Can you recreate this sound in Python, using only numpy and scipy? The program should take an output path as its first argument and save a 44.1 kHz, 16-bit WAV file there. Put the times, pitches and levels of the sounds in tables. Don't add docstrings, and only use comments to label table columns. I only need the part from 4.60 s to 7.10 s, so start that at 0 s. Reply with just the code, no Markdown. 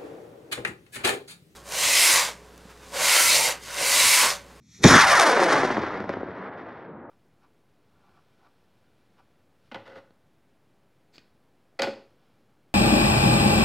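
import sys
import numpy as np
from scipy import signal
from scipy.fft import rfft, irfft
from scipy.io import wavfile
from scipy.ndimage import map_coordinates

SR = 44100
rng = np.random.default_rng(int(sys.argv[2]) if len(sys.argv) > 2 else 0)


def store_pcm(level_fs):
    pcm = np.round(np.clip(level_fs, -1, 1) * 32767).astype(np.int16)
    wavfile.write(sys.argv[1], SR, np.atleast_2d(pcm).T)


N = 110250
TIME, FREQS = np.arange(N) / SR, np.fft.rfftfreq(N, 1 / SR)

# frequency in Hz, relative density in dB.
WIND_SPECTRUM = [(20, -31.5), (80, 9.5), (170, 13), (280, 5), (420, -31.5), (900, -23), (3000, -42),
                 (12000, -77)]
RUMBLE_SPECTRUM = [(30, -22), (90, -2), (260, 5), (600, -3), (1200, -10), (1900, -28.5), (4000, -41),
                   (10000, -105)]
PAD_SPECTRUM = [(25, -29.5), (70, -9.5), (170, -1.5), (380, -1.5), (600, -17.5), (1200, -17), (5000, -52.5)]
FLAME_SPECTRUM = [(700, -13), (1250, -4), (1620, -12), (1880, 1), (2080, -3), (2350, 3), (2900, -13),
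                  (3500, 0), (3850, -5), (4250, -2), (4950, -10), (5650, 0), (6900, -5), (7800, -18),
                  (12000, -25)]
# time in seconds, level in dB.
HISS_LEVELS = [(0, -78.5), (.08, -65.5), (.15, -53.5), (.215, -56), (.235, -36), (.26, -140)]
PAD_LEVELS = [(.17, -76.5), (0.208, -44.5), (0.238, -40), (0.25, -2), (.28, -18), (0.358, -16.5),
              (.405, -33.5), (.5, -37.5), (.62, -37), (.8, -140)]
BLAST_LEVELS = [(.21, -140), (0.227, -54), (0.238, -16.5), (.33, -22), (.42, -25.5), (.5, -140)]
RUMBLE_LEVELS = [(1.02, -140), (1.19, -33.5), (1.29, -51), (1.43, -39.5), (1.66, -43), (1.85, -54),
                 (2.219, -56), (2.289, -41.5), (2.5, -54.5)]
# time in seconds, roar level in dB, corner of the jet's
# hump in Hz, treble lost in the air at 6 kHz in dB (negative brightens).
CLIMB = [(.19, -100, 500, 0), (.228, -39.5, 495, -27), (.241, -35, 500, -2), (.29, -14.5, 520, -3.5),
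         (.36, -10.5, 728, 1.5), (.42, -15, 1060, 2), (.46, -16.5, 895, -0.5), (.56, -16, 676, 0),
         (.61, -16.5, 556, -4), (.66, -17.5, 395, -0.5), (.8, -21, 284, 3.5), (.83, -21, 300, 1),
         (.95, -18.5, 270, 4), (1.07, -26.5, 210, 5), (1.23, -29.5, 188, 13), (1.37, -32, 214, 18.5),
         (1.45, -39.5, 180, 17), (1.53, -35.5, 196, 18), (1.62, -40.5, 154, 24), (1.73, -38.5, 187, 25.5),
         (1.84, -35, 243, 29.5), (1.91, -38, 233, 40.5), (1.98, -39.5, 254, 28), (2.22, -42.5, 257, 30),
         (2.32, -46.5, 239.5, 53), (2.5, -43, 277.5, 80)]
# start in seconds, peak in dB, body in Hz, loss at 6 kHz in dB.
EXHAUST_POPS = [(0.24, -8.5, 320, -10), (0.2448, -4.5, 259, 42), (.251, -5, 290, 45), (0.2557, -4, 169, 60),
                (.268, -14, 295, 45), (.598, -1, 597, -15), (.6095, -5, 885, -14), (.617, -8.5, 890, -12),
                (0.693, -8.5, 484, 29), (.768, -12, 500, 16), (.773, -9, 405, 14), (.794, -8, 380, 6),
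                (.8165, -10.5, 420, 14), (.828, -9, 400, 14), (.903, -9, 400, 3), (.921, -10, 380, 20),
                (1.033, -13, 300, 12), (1.049, -15, 300, 25), (1.102, -15, 413, 14), (1.105, -13, 360, 18),
                (1.169, -14, 260, 24), (1.179, -14, 242, 91), (1.235, -18, 300, 20), (1.4035, -23, 240, 9),
                (1.441, -21, 330, 150), (1.493, -19, 400, 9), (1.4975, -19.5, 195, 95),
                (1.538, -21, 360, 21), (1.569, -23.5, 310, 150), (1.607, -26, 298, 124),
                (1.612, -27.5, 299, 117), (1.6306, -21.5, 328, 112), (1.685, -27, 299, 114)]
# frequency in Hz, gain in dB.
MIC_COLOUR = [(100, 3.5), (700, 2), (1100, 2), (1500, 2), (2050, -0.5), (2450, -7.5), (2800, -10.5),
              (3450, -9), (4500, -10.5), (5600, -9), (6900, -14.5), (7800, -20), (8900, -15), (10300, -14),
              (11700, -24), (13000, -36)]
# time in seconds, echo lag in ms.
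GROUND_LAG = [(.24, 0.52), (.4, 0.63), (.47, 1.36), (.55, 1.87), (.65, 3.05), (.8, 5.1), (.9, 5.96),
              (1.0, 7.5), (1.2, 9.0), (1.4, 10.5), (1.8, 10.9), (2.5, 13.9)]
# frequency in Hz, lead of the left in radians.
MIC_PHASE = [(20, 0), (1980, -.12), (3450, -.55), (5170, -.7), (7240, -.4), (8100, -.7), (8870, .1),
             (9470, 2.0), (10400, 3.1), (11300, 6.2)]
# frequency in Hz, left minus right in dB.
MIC_BALANCE = [(60, .5), (300, .3), (650, .9), (1200, .7), (2150, 0)]
# frequency in Hz, relative level in dB.
MIC_UNSHARED = [(60, -25), (300, -25.5), (1300, -18.5), (2800, -58.5), (6000, -9), (12000, -26.5)]


def amp(db):
    return 10 ** (np.asarray(db) / 20)


def unit(x):
    return x / np.sqrt(np.mean(x ** 2) + 1e-20)


def curve(table, times, column=1):
    table = np.array(table)
    return np.interp(times, table[:, 0], table[:, column])


def spectrum(points, hz):
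    point_hz, values = np.transpose(points)
    return np.interp(np.log(hz + 1), np.log(point_hz + 1), values)


def noise(points):
    white = rfft(rng.standard_normal(N))
    return unit(irfft(white * amp(spectrum(points, FREQS)), N))


def burst(points, levels):
    return noise(points) * amp(curve(levels, TIME))


def flutter(times, slow_hz, fast_hz):
    rates = np.geomspace(slow_hz, fast_hz, 30)[:, None]
    cycles = rates * times + rng.random(rates.shape)
    return unit(np.sin(2 * np.pi * cycles).sum(0))


def jet_gain(hz, corner_hz, loss_db, fall, rise=2.7):
    ratio = (hz + 1) / corner_hz
    hump = ratio ** rise / np.sqrt(1 + ratio ** (2 * (rise + fall)))
    air = (hz / 6000) ** 1.61
    air = np.where(np.asarray(loss_db) < 0, np.minimum(air, 1), air)
    return hump * amp(spectrum(MIC_COLOUR, hz) - loss_db * air)


def wind(level_db=-58):
    return amp(level_db) * noise(WIND_SPECTRUM)


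def plume_rumble():
    return burst(RUMBLE_SPECTRUM, RUMBLE_LEVELS)


def ignition(rasp_db=2, hiss_db_per_octave=4):
    sputter = unit(amp(rasp_db * flutter(TIME, slow_hz=40, fast_hz=401)))
    thin_flame = [(hz, db + hiss_db_per_octave * np.log2(hz)) for hz, db in FLAME_SPECTRUM]
    hiss = burst(thin_flame, HISS_LEVELS)
    pad = burst(PAD_SPECTRUM, PAD_LEVELS)
    blast = burst(FLAME_SPECTRUM, BLAST_LEVELS) * sputter
    return hiss + pad + blast


def exhaust_pops(size=4096, trail_hz=700, wake_share=.7, wake_decay_s=.005, wake_low_hz=1000):
    out, hz = np.zeros(N + size), np.fft.fftfreq(size, 1 / SR)
    trail = np.exp(-12j * np.arctan(hz / trail_hz))
    wakes = rng.standard_normal((len(EXHAUST_POPS), size)) * np.exp(-TIME[:size] / wake_decay_s)
    wake_highpass = hz / (hz - 1j * wake_low_hz)
    for (start, peak_db, body_hz, loss_db), wake in zip(EXHAUST_POPS, wakes):
        log_gain = np.log(jet_gain(abs(hz), body_hz, loss_db, fall=.75) + 1e-4)
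        front = np.exp(np.conj(signal.hilbert(log_gain)))
        ragged = 1 + wake_share * np.fft.fft(wake / np.linalg.norm(wake)) * wake_highpass
        shock = np.fft.ifft(front * trail * ragged).real
        out[round(start * SR):][:size] += amp(peak_db) * shock / abs(shock).max()
    return out[:N]


def jet_roar(shocks_per_s=1500, spread_db=4, crackle_db=-5, crackle_end_s=1.7):
    strikes = rng.random(N) < shocks_per_s / SR
    shocks = strikes * amp(spread_db * np.minimum(rng.exponential(1, N), 4))
    crackle = amp(crackle_db) * unit(shocks) * (TIME < crackle_end_s)
    drive = unit(rng.standard_normal(N) + crackle)
    hz, times, frames = signal.stft(drive, SR, nperseg=512, noverlap=384)
    corner_hz, loss_db = curve(CLIMB, times, column=2), curve(CLIMB, times, column=3)
    colour = jet_gain(hz[:, None], corner_hz, loss_db, fall=.31)
    colour /= np.sqrt(np.mean(colour ** 2, axis=0))
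    treble_db = 2.5 * np.minimum(hz[:, None] / 5000, 1) * flutter(times, slow_hz=7, fast_hz=60.46)
    waver_db = .2 * flutter(TIME, slow_hz=12, fast_hz=90.4)
    _, roar = signal.istft(frames * colour * amp(treble_db), SR, nperseg=512, noverlap=384)
    return roar[:N] * amp(curve(CLIMB, TIME) + waver_db)


def with_ground_echo(direct, share, grazing_ms=1, scatter_ms=13, top_hz=4200):
    moving_air = 1 + .018 * flutter(TIME, slow_hz=4, fast_hz=24.99)
    lag_ms = curve(GROUND_LAG, TIME) * moving_air
    strength = share * lag_ms / np.hypot(lag_ms, grazing_ms) / (1 + (lag_ms / scatter_ms) ** 4)
    softened = irfft(rfft(direct) / np.hypot(1, FREQS / top_hz), N)
    echo = map_coordinates(softened, [np.arange(N) - lag_ms * SR / 1000], order=3)
    return (direct + strength * echo) / np.hypot(1, strength)


def microphone_pair(sound):
    mid = rfft(sound)
    side = rfft(sound * flutter(TIME, slow_hz=31, fast_hz=324)) * amp(spectrum(MIC_UNSHARED, FREQS))
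    tilt = amp(spectrum(MIC_BALANCE, FREQS) / 2)
    turn = np.exp(-1j * spectrum(MIC_PHASE, FREQS))
    left, right = (mid + side) * tilt, (mid - side) * turn / tilt
    return irfft(np.array([left, right]), N)


def scene():
    motor = with_ground_echo(ignition() + jet_roar() + plume_rumble(), share=.6)
    pops = with_ground_echo(exhaust_pops(), share=.35)
    return microphone_pair(wind() + motor + pops)


def record(dry):
    ceiling, edge_hz = .88, 12250
    rounded = dry / (1 + (dry / ceiling) ** 4) ** (1 / 4)
    lowpass = signal.firwin(511, edge_hz, window=("kaiser", 9), fs=SR)
    return signal.oaconvolve(rounded, lowpass[None], "same")


dry = scene()
out = record(dry)
store_pcm(out)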